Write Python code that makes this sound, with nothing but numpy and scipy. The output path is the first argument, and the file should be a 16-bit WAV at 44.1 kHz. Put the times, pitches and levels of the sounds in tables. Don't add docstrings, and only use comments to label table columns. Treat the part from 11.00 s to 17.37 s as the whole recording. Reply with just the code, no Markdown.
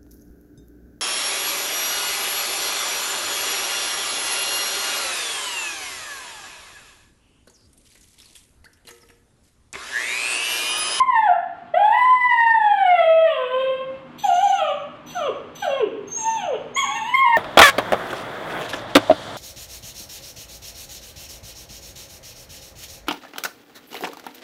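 import sys
import numpy as np
from scipy import signal
from scipy.fft import rfft, irfft
from scipy.io import wavfile
from scipy.ndimage import uniform_filter1d

SR = 44100
rng = np.random.default_rng(int(sys.argv[2]) if len(sys.argv) > 2 else 0)


def to_wav(s):
    ch = np.atleast_2d(s).T
    pcm = np.round(np.clip(ch, -1, 1) * 32767)
    wavfile.write(sys.argv[1], SR, pcm.astype(np.int16))


def magnitude_from_level(level_db):
    exponent = np.asarray(level_db, float) / 20
    return 10 ** exponent


N = 280917


def evened(x):
    return x / np.sqrt(np.mean(x ** 2) + 1e-20)


def read(points, hz):
    f, value = np.transpose(points)
    return np.interp(np.log(hz + 1), np.log(f + 1), value)


def coloured(points):
    spectrum = rfft(rng.standard_normal(N))
    colour = magnitude_from_level(read(points, np.fft.rfftfreq(N, 1 / SR)))
    return evened(irfft(spectrum * colour, N))


def wander(hz):
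    return evened(signal.lfilter(*signal.butter(2, hz, fs=SR), rng.standard_normal(N)))


def controls(tables, rise_s, fall_s):
    s, *columns = np.concatenate(tables).T
    t = np.arange(N) / SR
    gate = np.zeros(N)
    for call in tables:
        opening = np.clip((t - call[0][0]) / rise_s + 0.5, 0, 1)
        closing = np.clip((call[-1][0] - t) / fall_s + 0.5, 0, 1)
        gate += opening * closing
    return gate ** 2, [np.interp(t, s, column) for column in columns]


# frequency in Hz, level in dB per Hz.
RUMBLE = [(12, -57), (20, -18.5), (59, -12), (144, -4), (370, -6), (531, -11), (702, -7.5), (1160, -7.5),
          (1620, -15), (3060, -18.5), (5640, -40), (7250, -43), (15400, -62.5)]
# frequency in Hz, width of the waver in Hz, level in dB.
APPLIANCES = [(156.3, 12, -56.5), (245, 12, -50), (300.7, 13, -53)]


def hum(level_db=-46, lumpy_db=-1.0):
    t = np.arange(N) / SR
    tones = np.zeros(N)
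    for hz, width_hz, db in APPLIANCES:
        tones += magnitude_from_level(db) * np.cos(2 * np.pi * hz * t) * (1 + 0.5 * wander(width_hz))
    return magnitude_from_level(level_db + lumpy_db * wander(6)) * coloured(RUMBLE) + tones


# frequency in Hz, time to die by 60 dB in seconds.
RING = [(250, 0.92), (500, 0.6), (1000, 0.59), (2000, 0.8), (3500, 0.53), (6500, 0.55), (12000, 0.22)]
# delay in seconds, gain.
ECHOES = [
    (.0021, 0.49),
    (.0063, -0.23),
    (.0098, 0.44),
    (.0141, -0.19),
]


def room(x, wet_db=-2, gap_s=0.006):
    taps = np.zeros(SR)
    at = np.arange(round(gap_s * SR), SR - 20, 20)
    scattered = at + rng.integers(0, 20, len(at))
    taps[scattered] = rng.choice([-1.0, 1.0], len(at))
    hz, t, z = signal.stft(taps, SR, nperseg=256)
    decay = magnitude_from_level(-60 * t / read(RING, hz)[:, None])
    tail = signal.istft(z * decay, SR, nperseg=256)[1]
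    response = magnitude_from_level(wet_db) * tail / np.linalg.norm(tail)
    response[0] += 1
    for delay_s, gain in ECHOES:
        response[round(delay_s * SR)] += gain
    return signal.fftconvolve(x, response / np.linalg.norm(response))[:N]


# time in seconds, pitch in Hz, level in dB.
WHISTLES = [
    [(3.182, 5980, -52), (3.24, 6100, -46), (3.26, 6370, -41), (3.31, 6310, -47), (3.4, 6220, -42),
     (3.5, 6230, -43), (3.62, 6250, -50)],
    [(4.062, 6030, -51), (4.1, 5984, -49), (4.157, 6140, -49), (4.22, 6120, -56)],
    [(4.552, 6130, -49), (4.6, 5980, -50), (4.64, 6040, -48), (4.7, 6000, -54)],
    [(5.076, 6400, -39), (5.13, 6340, -33), (5.17, 6560, -30), (5.23, 6340, -36), (5.32, 6260, -45),
     (5.42, 6300, -52)],
    [(5.745, 6440, -36), (5.775, 7000, -34), (5.82, 6400, -38), (5.855, 6850, -42), (5.9, 6480, -46),
     (5.98, 6400, -47), (6.12, 6400, -64)],
]
BLOWN_DB = [0.1, 0.1, 0.1, 0.1, 0.1]
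# octave under the tone in dB, sidebands under the tone in dB, air hiss in dB.
NOSE = [
    (-2.5, -2, -49.5),
    (-5, -10, -52.5),
    (-6, -28.5, -50.5),
    (-35.5, -10.5, -62.5),
    (-49, -14.5, -65),
]
# frequency in Hz, level in dB per Hz.
AIR = [(1500, -6), (3300, 18), (4600, 8), (5600, -26), (7600, 5.5), (9900, -15.5), (12400, 0),
       (15500, -15.5)]


def whistle(folds, folds_on, jitter=0.0012, lower_db=-28, far_db=-12, puff_db=-8):
    octave_fade_db_per_s, air_fade_db_per_s = -110, -8.5
    gust_db = 2
    tables = []
    for curve, blown_db, (octave_db, side_db, air_db) in zip(WHISTLES, BLOWN_DB, NOSE):
        rows = []
        for s, hz, level_db in curve:
            age_s = s - curve[0][0]
            octave_now_db = octave_db + octave_fade_db_per_s * age_s
            air_now_db = air_db + air_fade_db_per_s * age_s
            rows.append((s, hz, level_db + blown_db, octave_now_db, side_db, air_now_db))
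        tables.append(rows)
    gate, (hz, level_db, octave_db, side_db, air_db) = controls(tables, 0.014, 0.2)
    phase = 2 * np.pi * np.cumsum(hz * (1 + jitter * wander(87))) / SR
    tone = np.sin(phase) + magnitude_from_level(octave_db) * np.sin(2 * phase)
    sides = np.sin(phase + folds)
    sides += magnitude_from_level(lower_db) * np.sin(phase - folds) + magnitude_from_level(far_db) * np.sin(phase + 2 * folds)
    voiced = magnitude_from_level(level_db) * (tone + folds_on * magnitude_from_level(side_db) * sides)
    puffs = 1 + folds_on * magnitude_from_level(puff_db) * (1 + np.cos(folds)) ** 2
    hiss = magnitude_from_level(air_db + gust_db * wander(25)) * puffs * coloured(AIR)
    return np.sqrt(2) * gate * (voiced + hiss)


# frequency in Hz, level in dB.
THROAT = [(560, -34), (1300, -17), (1600, -19.5), (1890, -23.5), (2650, -10.5), (3300, -10), (4150, -38.5),
          (5000, -41.5), (5700, -75.5), (7000, -50), (8260, -37.5), (8880, -55.5), (10400, -55),
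          (12800, -45), (15400, -87.5)]
# time in seconds, pitch in Hz, effort in dB, strain in dB that brightens the folds,
# mouth opening from 0 to 1.
FIRST_HOWL = [
    (0.0, 1040, -4.5, -21.5, .8),
    (.054, 1065, -18.5, -24.5, .8),
    (.174, 892, -14.5, -13, .6),
    (.26, 844, -15, -17, .5),
    (.294, 710.4, -6.5, -29.5, .4),
    (.344, 677, -23.5, -16, .3),
    (.37, 658, -25, -19, .3),
]
LONG_HOWL = [
    (.74, 638.8, -7, -21, .8),
    (0.791, 803.6, -11.5, -16, 0.66),
    (.91, 879.6, -9.5, -13.5, 1),
    (.95, 983, -16, -12.5, 0.71),
    (1.099, 1018, -9.5, -12.5, 0.59),
    (1.289, 986.6, -15.5, -15.5, 0.92),
    (1.32, 941.2, -15, -9, 0.77),
    (1.53, 906, -13, -15.5, 0.64),
    (2.031, 650, -6, -13.5, 0.95),
]
MOAN = [
    (2.239, 648, -9, -15, 0.93),
    (2.291, 590, -22, 4, 0.37),
    (2.37, 523, -25, 1.5, 0.26),
    (2.459, 499, -25, -2.5, 0.25),
    (2.602, 526, -22.5, -1, 0.28),
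    (2.71, 528, -17.5, -12, 0.25),
    (2.849, 535, -41.5, 2.5, 0.091),
]
WAVY_WHINE = [
    (3.236, 856, -26.5, 6, 0.32),
    (3.253, 794, -10, -25, 0.14),
    (3.307, 698, -17, -11.5, 0.19),
    (3.379, 721, -19.5, -9, 0.14),
    (3.441, 815.3, -8, -20.5, .2),
    (3.491, 754.5, -10, -15, 0.11),
    (3.56, 714, -33.5, 7, 0.16),
    (3.622, 625.3, -21.5, -2, 0.13),
    (3.733, 554, -29.5, -2, 0.1),
]
SHORT_WHINE = [
    (4.151, 760, -27.5, -19, .4),
    (4.21, 618.4, -30, -4.5, .2),
    (4.275, 535.7, -30.5, -3.5, .1),
    (4.29, 476, -23.5, -17.5, .1),
    (4.309, 285.7, -41, -13, .1),
]
DROOPING_WHINE = [
    (4.622, 825, -27.5, -4, 0.77),
    (4.674, 610.2, -23, -15.5, 0.5),
    (4.701, 552, -27.5, -7, 0.35),
    (4.792, 534.6, -31.5, -0.5, 0.28),
    (4.834, 421.9, -15.5, -21, 0.058),
    (4.856, 351.4, -31, -12, 0.051),
    (4.874, 250.8, -26, -8, 0.068),
]
HIGH_WHINE = [
    (5.17, 931.3, -40.5, -3.5, 0.24),
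    (5.22, 874.4, -40, 1, 0.14),
    (5.284, 908.7, -22, -8.5, 0.1),
    (5.358, 893, -33.5, 2, 0.21),
    (5.429, 741.6, -31.5, -3, 0.1),
    (5.5, 573.2, -28, -27, 0.23),
    (5.56, 406.3, -29.5, -1, 0.033),
]
WOBBLING_WHINE = [
    (5.763, 1032, -26, 3.5, 0.75),
    (5.785, 1118, -18.5, 1.5, 0.56),
    (5.82, 1069, -32, 1, 0.48),
    (5.861, 789, -38, 1, 0.33),
    (5.93, 856.3, -34, 0.5, 0.17),
    (5.96, 921.3, -38.5, 7.5, 0.3),
    (6.03, 870.5, -32, -0.5, 0.37),
    (6.095, 989.3, -34, 2.5, 0.19),
    (6.13, 1002, -34, 0.5, 0.44),
]
NEW_HOWL = [
    (6.144, 1051, -17, -5, .85),
    (6.19, 1077, -15, -6, 0.48),
    (6.235, 1073, -17, -24.5, 1),
    (6.258, 956.6, -13.5, -13, 1),
    (6.37, 904.2, -18, -10.5, 0.76),
]
HELD_END = [(1 + N / SR, *NEW_HOWL[-1][1:])]
BREATHS = [FIRST_HOWL, LONG_HOWL + MOAN, WAVY_WHINE, SHORT_WHINE, DROOPING_WHINE, HIGH_WHINE,
           WOBBLING_WHINE + NEW_HOWL + HELD_END]


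def voice(jitter=0.0023, shimmer_db=1.52, breath_db=-46, haze_db=-45):
    shut_hz, open_hz, mouth_width_hz = 895, 2254, 279
    gate, (hz, effort_db, strain_db, mouth) = controls(BREATHS, 0.011, 0.019)
    phase = 2 * np.pi * np.cumsum(hz * (1 + jitter * wander(40))) / SR
    upper_db = effort_db + strain_db
    mouth_hz = shut_hz + (open_hz - shut_hz) * mouth
    mouth_db = 19.5 + 5 * (2 * mouth - 1)
    taut_db = 19 * np.log2(hz / 774)
    flutter = wander(18)
    sound = magnitude_from_level(effort_db) * np.sin(phase)
    for k in range(2, 26):
        harmonic_hz = k * hz
        lift_db = mouth_db * np.exp(-((harmonic_hz - mouth_hz) / mouth_width_hz) ** 2)
        if k == 2:
            lift_db += 4 + 10 * mouth
        lift_db += taut_db / (1 + (4270 / harmonic_hz) ** 6)
        lift_db += 0.9 * np.sqrt(k - 2) * np.roll(flutter, k * N // 26)
        level = magnitude_from_level(upper_db + lift_db + read(THROAT, harmonic_hz))
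        sound += level * (harmonic_hz < 15500) * np.sin(k * phase)
    leak = 1 + np.cos(phase)
    puffs = magnitude_from_level(breath_db) * leak * coloured(THROAT) * magnitude_from_level(upper_db + 19.0)
    haze = signal.lfilter(*signal.butter(4, 6500, "high", fs=SR), coloured(THROAT))
    puffs += magnitude_from_level(upper_db + taut_db + haze_db) * leak * evened(haze)
    sung = np.sqrt(2) * gate * magnitude_from_level(shimmer_db * wander(32)) * (sound + puffs)
    return sung, phase, gate


def scene():
    sung, folds, folds_on = voice()
    puppy = sung + whistle(folds, folds_on)
    return (magnitude_from_level(4.5) * room(puppy) + hum())[None]


def roll_off(x):
    return signal.sosfilt(signal.butter(12, 15500, fs=SR, output="sos"), x)


def record(dry):
    power_db = 10 * np.log10(abs(uniform_filter1d(dry[0] ** 2, 900)) + 1e-12)
    recovery_db = np.arange(N) * 34.0 / SR
    held_db = np.maximum.accumulate(power_db + recovery_db) - recovery_db
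    over_db = np.maximum(held_db + 21, 0)
    cut_db = uniform_filter1d(0.56 * over_db, 400)
    rate = 1 / (0.6 * SR)
    lingering_db = signal.lfilter([rate], [1, rate - 1], cut_db, zi=[5.0])[0]
    cut_db += 0.52 * lingering_db
    stepped_db = uniform_filter1d(np.round(cut_db / 0.75) * 0.55, 30)
    x = dry / magnitude_from_level(stepped_db)
    squash = signal.lfilter(*signal.butter(2, 250, "high", fs=SR), x - 0.97 * np.tanh(x / 0.98))
    return roll_off(1.112 * (x - squash))


dry = scene()
out = record(dry)
to_wav(out)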